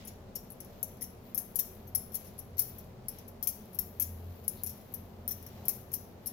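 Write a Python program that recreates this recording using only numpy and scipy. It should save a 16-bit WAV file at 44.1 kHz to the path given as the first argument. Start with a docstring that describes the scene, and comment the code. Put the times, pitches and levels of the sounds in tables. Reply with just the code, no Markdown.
"""In a small kitchen, metal bangles clink on a wrist close to a phone while the hand brushes paste on dough.
Each knock is a quick chatter of tiny hits. The bangles damp each other, so they ring only briefly,
and the room carries the tail. Between knocks the bangles slide, the brush swishes faintly and the hand
rubs or bumps the board. Room noise and a wavering low hum lie under it all."""
import sys
import numpy as np
from scipy import signal
from scipy.fft import rfft, irfft
from scipy.io import wavfile
from scipy.ndimage import uniform_filter1d

SR = 44100
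rng = np.random.default_rng(int(sys.argv[2]) if len(sys.argv) > 2 else 0)


def waveform_to_disk(signal):
    """Save audio, clipped to [-1, 1], as 16-bit WAV at the path in sys.argv[1]."""
    frames = np.transpose(np.atleast_2d(signal))
    scaled = np.clip(frames, -1, 1) * 32767
    samples = np.round(scaled).astype(np.int16)
    wavfile.write(sys.argv[1], SR, samples)


N = 278883

# The tone of the room noise. Each row: frequency in Hz, relative level in dB.
ROOM_COLOUR = [(18, -16), (33, 1), (46, -5), (95, -0.5), (160, -4), (235, -3), (305, -11), (400, -6),
               (680, -10), (1390, -22.5), (4300, -40.5), (7000, -48), (9500, -55), (16000, -68)]
# How alike the room noise is left and right. Each row: frequency in Hz, likeness from 0 to 1.
ROOM_LIKENESS = [(60, 0.98), (125, 0.9), (250, 0.85), (500, 0.62), (1000, 0.19), (4000, 0.014)]
# How the two hums swell and sink. Each row: time in seconds, relative level in dB.
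LOW_HUM_LEVELS = [(0.0, -60), (0.7, -61), (1.65, -72), (1.76, -50), (1.95, -51), (2.12, -64), (2.55, -48),
                  (3.0, -59.5), (3.45, -53), (3.62, -61.5), (3.95, -58), (4.04, -47), (4.33, -42.5),
                  (4.54, -57), (4.7, -52), (4.83, -66), (5.0, -47), (5.4, -53), (6.0, -54), (6.32, -64)]
UPPER_HUM_LEVELS = [(0.0, -65), (1.39, -61), (1.6, -61), (3.06, -55), (3.24, -74), (3.8, -59), (4.79, -70),
                    (5.63, -52.5), (6.32, -62)]
# Weak drones around the hums. Each row: pitch in Hz, width in Hz, level in dB.
WEAK_DRONES = [(101.2, 10.5, -64.5), (183.1, 21, -63.5), (211.1, 13.7, -60.5), (239.2, 12, -65.5),
               (371.1, 10.6, -69)]
# Strokes of the arm. Each row: middle in seconds, half length in seconds,
# relative brush level in dB, relative slide level in dB.
ARM_STROKES = [(0.01, 0.12, -59, -74), (0.76, 0.15, -68, -63.5), (1.284, 0.057, -68.5, -57.5),
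               (1.72, 0.27, -71.5, -63), (2.268, 0.14, -67, -63), (2.76, 0.13, -67, -60),
               (3.18, 0.083, -64.5, -73), (3.675, 0.17, -71, -62), (4.222, 0.46, -73, -61.5),
               (4.665, 0.42, -68, -59.5), (5.158, 0.27, -94, -71), (5.607, 0.22, -63.5, -60.5),
               (6.304, 0.074, -67, -58)]
# The tone of the brush and of sliding bangles. Each row: frequency in Hz, relative level in dB.
BRUSH_TONE = [(1000, -14), (2000, -2), (4200, -4), (6500, -8.5), (9000, -17.5)]
SLIDE_TONE = [(9000, -36), (10500, 7), (12000, 12), (14000, 17), (15400, 15), (15750, -20)]
# The notes a bangle rings with. Each row: pitch in Hz, relative level in dB, seconds to fade by 60 dB.
BANGLE_NOTES = [(2150, -22, .03), (3350, -12, .03), (4230, -12, 0.024), (5220, -12, 0.089),
                (5420, -11, .06), (5820, 0.5, 0.048), (6300, -10, 0.05), (6760, -6, .055),
                (7350, -3.5, 0.046), (8060, -5.5, 0.015), (10100, -14, 0.045), (11120, 1, 0.027),
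                (12740, -3.5, 0.057), (14100, -12.5, .012), (15300, 0, 0.033)]
# Knocks of bangle on bangle. Each row: start in seconds, strength in dB, chatter length in seconds,
# extra snap and body in dB, the high frequency in Hz that the struck spot brings out.
BANGLE_KNOCKS = [(0.05, -44, 0.0067, -7, 11300), (0.074, -39, 0.012, 3, 11200),
                 (0.353, -42, 0.0023, 2, 11700), (0.3563, -29, 0.0038, 4, 12300),
                 (0.503, -39.5, 0.0024, -6, 11300), (0.52, -42, .002, -11, 11300),
                 (0.6038, -37.5, 0.0038, 1.5, 11000), (0.647, -47.5, .002, -3, 11400),
                 (0.8288, -22.5, 0.00097, 1.5, 11700), (0.97, -54, .002, -4, 13000),
                 (1.01, -39, 0.0082, 2.5, 11300), (1.019, -33.5, 0.0074, 0, 11000),
                 (1.0245, -28, 0.0038, -3, 11000), (1.0398, -38, 0.0018, 3.5, 11200),
                 (1.3465, -25.5, .003, -2.5, 12400), (1.3772, -20.5, 0.0052, 1, 12000),
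                 (1.547, -48, .004, -6, 11500), (1.557, -22, 0.0071, 0, 10500),
                 (1.5886, -24.5, 0.011, 3, 12700), (1.5927, -19, .007, 2.5, 12200),
                 (1.872, -47.5, 0.0093, -8, 12500), (1.9495, -20, 0.01, 2.5, 11900),
                 (2.12, -43.5, 0.0042, -4, 12500), (2.133, -43, 0.0097, -3, 12500),
                 (2.144, -28.5, .011, -0.5, 12500), (2.1544, -28, 0.0039, 1.5, 14500),
                 (2.247, -47.5, 0.041, -1.5, 11900), (2.38, -47, 0.0035, -5, 11500),
                 (2.388, -38, .003, -11, 11600), (2.391, -35.5, 0.004, -2, 11800),
                 (2.57, -43, 0.0087, -2, 12500), (2.581, -30.5, 0.01, 3, 12500),
                 (2.5924, -15.5, 0.003, 2.5, 14600), (2.604, -36, 0.0087, -3, 12500),
                 (2.617, -28, 0.0052, 0, 12500), (2.784, -40, 0.011, -6, 12300),
                 (3.0834, -26, 0.0046, 0, 11600), (3.186, -41.5, .003, -1.5, 12500),
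                 (3.279, -43.5, 0.0066, -5, 12300), (3.427, -25.5, 0.01, 2, 11900),
                 (3.472, -19, 0.0051, 5, 14400), (3.488, -25.5, 0.006, -2.5, 14200),
                 (3.732, -46, 0.005, -6, 12000), (3.7466, -37.5, 0.0096, -8, 12200),
                 (3.7883, -18.5, 0.0048, 1, 12160), (3.998, -21, 0.0043, 0, 13600),
                 (4.007, -28, 0.0078, 1, 12500), (4.02, -23.5, 0.0092, 2, 12500),
                 (4.441, -51, 0.011, -6, 12500), (4.4795, -18.5, 0.0034, -1.5, 11700),
                 (4.635, -25, 0.0027, -2, 14900), (4.663, -30.5, 0.013, 2.5, 13000),
                 (4.693, -33.5, 0.0067, 0, 12700), (4.921, -51, .008, -10, 12100),
                 (4.9388, -30.5, 0.0087, -3, 11850), (5.278, -24, 0.002, -3, 13700),
                 (5.289, -31, 0.003, 2.5, 13600), (5.309, -29, 0.011, 2.5, 13000),
                 (5.426, -43, 0.0028, -6, 12600), (5.4645, -40, 0.0022, 1, 12700),
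                 (5.654, -36.5, 0.0062, -3, 12600), (5.6822, -17.5, 0.0039, 2, 12000),
                 (5.691, -24, 0.0044, 1.5, 11900), (5.917, -41, 0.0044, -1, 12400),
                 (5.93, -35, 0.0044, -3, 12800), (5.9373, -25, 0.0021, 4.5, 13700),
                 (5.94, -24.5, 0.0059, -3, 13000), (6.2598, -30, 0.0087, -4, 12000),
                 (6.271, -27.5, 0.004, 0, 12200)]
# A knock's dry snap, body and bright top. Each row: frequency in Hz, relative level in dB.
SNAP_TONE = [(1100, -25.5), (1900, -1), (2700, -6.5), (4200, -5.5), (7000, 2.5), (8400, -2.5), (9600, -27),
             (11000, -58.5)]
BODY_TONE = [(900, -23), (1900, -6.5), (3300, -9.5), (4900, -0.5), (5600, 8.5), (6900, 1), (7600, -6.5),
             (8300, -10.5), (9100, -16), (11000, -43)]
BRIGHT_TONE = [(9000, -59), (9800, -16.5), (10450, -2), (11100, 4), (12500, -1.5), (13500, 2), (15400, -3),
               (15700, -4), (16600, -45)]
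# The hand and brush on the board: rubs, a bump and a short brush swish. Each row: middle in seconds, half
# length in seconds, pitch in Hz, width in Hz, level in dB.
RUBS_AND_BUMPS = [(0.812, 0.19, 600, 200, -58.5), (3.807, 0.033, 90, 72, -45),
                  (4.594, 0.026, 4100, 1100, -63.5), (5.65, 0.11, 616, 770, -57)]


def undb(db):
    """Turn decibels into a number to multiply by."""
    return 10 ** (np.asarray(db) / 20)


def unit(x):
    """Scale a sound to an average (rms) level of 1."""
    return x / np.sqrt(np.mean(x ** 2))


def curve(rows):
    """Join (seconds, value) rows with straight lines."""
    return np.interp(np.arange(N) / SR, *np.transpose(rows))


def over_bins(points, size):
    """Spread (Hz, value) points over every frequency of a spectrum, on a log scale."""
    hz, value = np.transpose(points)
    return np.interp(np.log(np.fft.rfftfreq(size, 1 / SR) + 1), np.log(hz), value)


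def colour(x, points, size=2048):
    """Give a sound the tone drawn by (Hz, dB) points; white noise keeps its power."""
    cepstrum = irfft(np.log(unit(undb(over_bins(points, size)))))
    cepstrum[1:size // 2] *= 2  # fold the filter so it never sounds ahead of a hit
    cepstrum[size // 2 + 1:] = 0
    return signal.oaconvolve(x, irfft(np.exp(rfft(cepstrum))))[:len(x)]


def fade(t, t60):
    """Die away by 60 dB in t60 seconds."""
    return np.exp(-np.log(1000) * t / t60)


def swell(s, half_s):
    """A smooth rise and fall around time s."""
    return np.exp(-((np.arange(N) / SR - s) / half_s) ** 2)


def noise_band(hz, width):
    """Noise gathered around one pitch, at level 1."""
    bins = np.fft.rfftfreq(N, 1 / SR)
    return unit(irfft(rfft(rng.standard_normal(N)) / (1 + (2 * (bins - hz) / width) ** 2), N))


def at_peak(x, db):
    """Scale a burst so that its loudest 4 ms have this level."""
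    return x * undb(db) / np.sqrt(uniform_filter1d(x ** 2, size=176, mode="constant").max())


def add(track, s, x):
    """Mix a short sound into a track, s seconds in."""
    start = max(int(s * SR), 0)
    track[start:start + len(x)] += x[:max(len(track) - start, 0)]


def right_side(db):
    """Left and right gains that change only the right side."""
    return undb([[0], [db]])


def room_noise(level_db=-52, hiss_db=-75):
    """Noise from all around, alike in both ears only in the bass, plus a thin even hiss."""
    likeness = np.clip(over_bins(ROOM_LIKENESS, N), 0, 1)
    tone = undb(over_bins(ROOM_COLOUR, N))
    mid, side = (irfft(rfft(rng.standard_normal(N)) * tone * np.sqrt(1 + sign * likeness), N)
                 for sign in (1, -1))
    rumble = np.array([mid + side, mid - side]) / np.std(mid)
    return undb(level_db) * rumble + undb(hiss_db) * rng.standard_normal((2, N))


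def wavering_tone(hz, width_hz, waver=0.7):
    """A pure tone that wavers because noise close to its pitch beats against it."""
    tone = np.sqrt(2) * np.sin(2 * np.pi * hz * np.arange(N) / SR)
    return unit(tone + waver * noise_band(hz, width_hz))


def hum():
    """Two low hums, each swelling on its own, with weaker drones around them."""
    low = wavering_tone(hz=86.3, width_hz=10) * undb(curve(LOW_HUM_LEVELS) - 1)
    upper = wavering_tone(hz=126.1, width_hz=4.5) * undb(curve(UPPER_HUM_LEVELS) - 2.5)
    drones = sum(undb(db) * noise_band(hz, width) for hz, width, db in WEAK_DRONES)
    return low + upper + drones


def stroke_gains(brush_rest_db=-70, slide_rest_db=-73.5):
    """Brushing and sliding grow with the speed of each arm stroke; a little remains between strokes."""
    brush_gain, slide_gain = undb(brush_rest_db), undb(slide_rest_db)
    for s, half_s, brush_db, slide_db in ARM_STROKES:
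        speed = swell(s, half_s)
        brush_gain = np.hypot(brush_gain, undb(brush_db) * speed)
        slide_gain = np.hypot(slide_gain, undb(slide_db) * speed)
    return brush_gain, slide_gain


def rub(tone, grain_db):
    """Rubbing is a crowd of tiny slips of uneven size."""
    noise = rng.standard_normal(N)
    slip_db = grain_db * np.repeat(rng.standard_normal(N // 64 + 1), 64)[:N]
    return colour(unit(noise * undb(slip_db)), tone)


def brush():
    """The brush rubs over wet dough, with its own swish in each ear."""
    return np.array([rub(BRUSH_TONE, grain_db=2.5) for _ in range(2)])


def slide(rattle_db=-8.5):
    """Bangle rubs along bangle, with a softer rattle mixed in."""
    return rub(SLIDE_TONE, grain_db=2) + undb(rattle_db) * rattle()


def rattle(ticks_per_s=43, scatter_db=8, tick_t60=0.027):
    """Loose bangles tick against each other at random, each tick with a little ring."""
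    t = np.arange(SR // 6) / SR
    ticks = rng.random(N) < ticks_per_s / SR
    sizes = undb(scatter_db * np.clip(rng.standard_normal(N), -2, 2))
    cracks = signal.oaconvolve(ticks * sizes, fade(t, tick_t60))[:N] * rng.standard_normal(N)
    rung = signal.oaconvolve(cracks, ringing(t))[:N]
    return unit(colour(rung, BRIGHT_TONE))


def ringing(t, detune=0.0401, bangles=2, ring_gain=0.016):
    """A click and the short ring of nearby bangles, each tuned a bit apart and hit at its own spot."""
    sound = signal.unit_impulse(len(t))
    for hz, db, t60 in BANGLE_NOTES * bangles:
        shift, spot = rng.standard_normal(2)
        strength = ring_gain * (1 + np.tanh(spot) / 2) * undb(db)
        sound += strength * np.cos(2 * np.pi * hz * (1 + detune * shift) * t) * fade(t, t60)
    return sound


def struck_spot(x, hz, lift_db=13.5, width_hz=870):
    """The spot where two bangles meet brings out one part of their treble."""
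    bins = np.fft.rfftfreq(len(x), 1 / SR)
    lift = undb(lift_db * np.exp(-((bins - hz) / width_hz) ** 2))
    margin = SR // 1000
    return irfft(rfft(np.roll(x, margin)) * lift, len(x))[margin:]


def chatter(t, length_s, bounces_per_s=1300, first_hit=1.8):
    """A hard hit, then weaker bounces that settle to a faint rattle; each cracks through the stack."""
    bounces = rng.random(len(t)) < bounces_per_s / SR
    force = np.exp(-(t / max(length_s, 1e-3)) ** 4) + 0.07 * fade(t, t60=0.055)
    click = signal.unit_impulse(len(t))
    crack = click + 0.55 * rng.standard_normal(len(t)) * fade(t, t60=0.008)
    return signal.fftconvolve(first_hit * click + bounces * force, crack)[:len(t)]


def knocks(typical_db=-27):
    """Bangle strikes bangle. Gives snap, body and bright top, both direct and as sent into the room."""
    t = np.arange(SR // 10) / SR
    direct, to_room = np.zeros((2, 3, N))
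    for s, strength_db, length_s, extra_db, spot_hz in BANGLE_KNOCKS:
        ring = struck_spot(ringing(t), spot_hz)
        other_ring = ringing(t)
        contacts = chatter(t, length_s)
        # Harder knocks sound brighter: snap and body grow more slowly than the top.
        snap_db = -50 + 0.75 * (strength_db - typical_db) + extra_db
        body_db = -48 + 0.54 * (strength_db - typical_db) + extra_db
        parts = [(SNAP_TONE, snap_db), (BODY_TONE, body_db), (BRIGHT_TONE, strength_db - 1)]
        for part, (tone, db) in enumerate(parts):
            hit = at_peak(signal.fftconvolve(contacts, colour(ring, tone))[:len(t)], db)
            add(direct[part], s, hit)
            # Over many directions the chatter partly evens out: half the room's energy
            # is one smooth clink in which other bangles stand out.
            smooth_clink = unit(colour(other_ring, tone)) * np.std(hit)
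            add(to_room[part], s, hit / np.sqrt(2))
            add(to_room[part], s + length_s / 2, smooth_clink / np.sqrt(2))
    return direct, to_room


def kitchen(x, early_db, late_db, early_t60=0.079, late_t60=0.42, gap_s=0.0012):
    """Quick echoes from the board and counter, then the tail of a small hard room."""
    t = np.arange(SR // 2) / SR
    arrival = 1 - np.exp(-(t / gap_s) ** 2)
    early, late = (unit(arrival * fade(t, t60)) / np.sqrt(len(t)) for t60 in (early_t60, late_t60))
    envelope = np.hypot(undb(early_db) * early, undb(late_db) * late)
    out, step = np.zeros((2, N)), N // 32
    for start in range(0, N, step):  # the echo pattern changes as the wrist moves
        for side in out:
            echoes = envelope * rng.standard_normal(len(t))
            add(side, start / SR, signal.fftconvolve(x[start:start + step], echoes))
    return out


def hand_and_brush_on_board():
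    """Each soft rub or bump of the hand, or swish of the brush, is a brief swell of noise around one pitch."""
    return sum(undb(db) * swell(s, half_s) * noise_band(hz, width)
               for s, half_s, hz, width, db in RUBS_AND_BUMPS)


def scene():
    """The wrist is by the left microphone; the phone's body shields the right one from the top treble."""
    (snap, body, bright), (_, body_to_room, bright_to_room) = knocks()
    clinks = bright * right_side(db=-24.5) + body * right_side(db=-31)
    clinks += kitchen(bright_to_room, early_db=-3, late_db=-10) * right_side(db=-11.5)
    clinks += kitchen(body_to_room, early_db=-1, late_db=-6) * right_side(db=0.5)
    clinks += kitchen(snap, early_db=-4, late_db=-6, early_t60=0.007, gap_s=0.00013) * right_side(db=-2)
    brush_gain, slide_gain = stroke_gains()
    brushing = undb(1) * brush_gain * brush()
    sliding = undb(-1) * slide_gain * slide()
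    around = brushing + hand_and_brush_on_board() + hum() + room_noise()
    return clinks + sliding * right_side(db=-17.5) + around * right_side(db=-0.88)


def record(dry, top_hz=16500):
    """The phone cuts off the very highest sounds."""
    return signal.sosfilt(signal.ellip(8, .2, 70, top_hz, fs=SR, output="sos"), dry)


dry = scene()
out = record(dry)
waveform_to_disk(out)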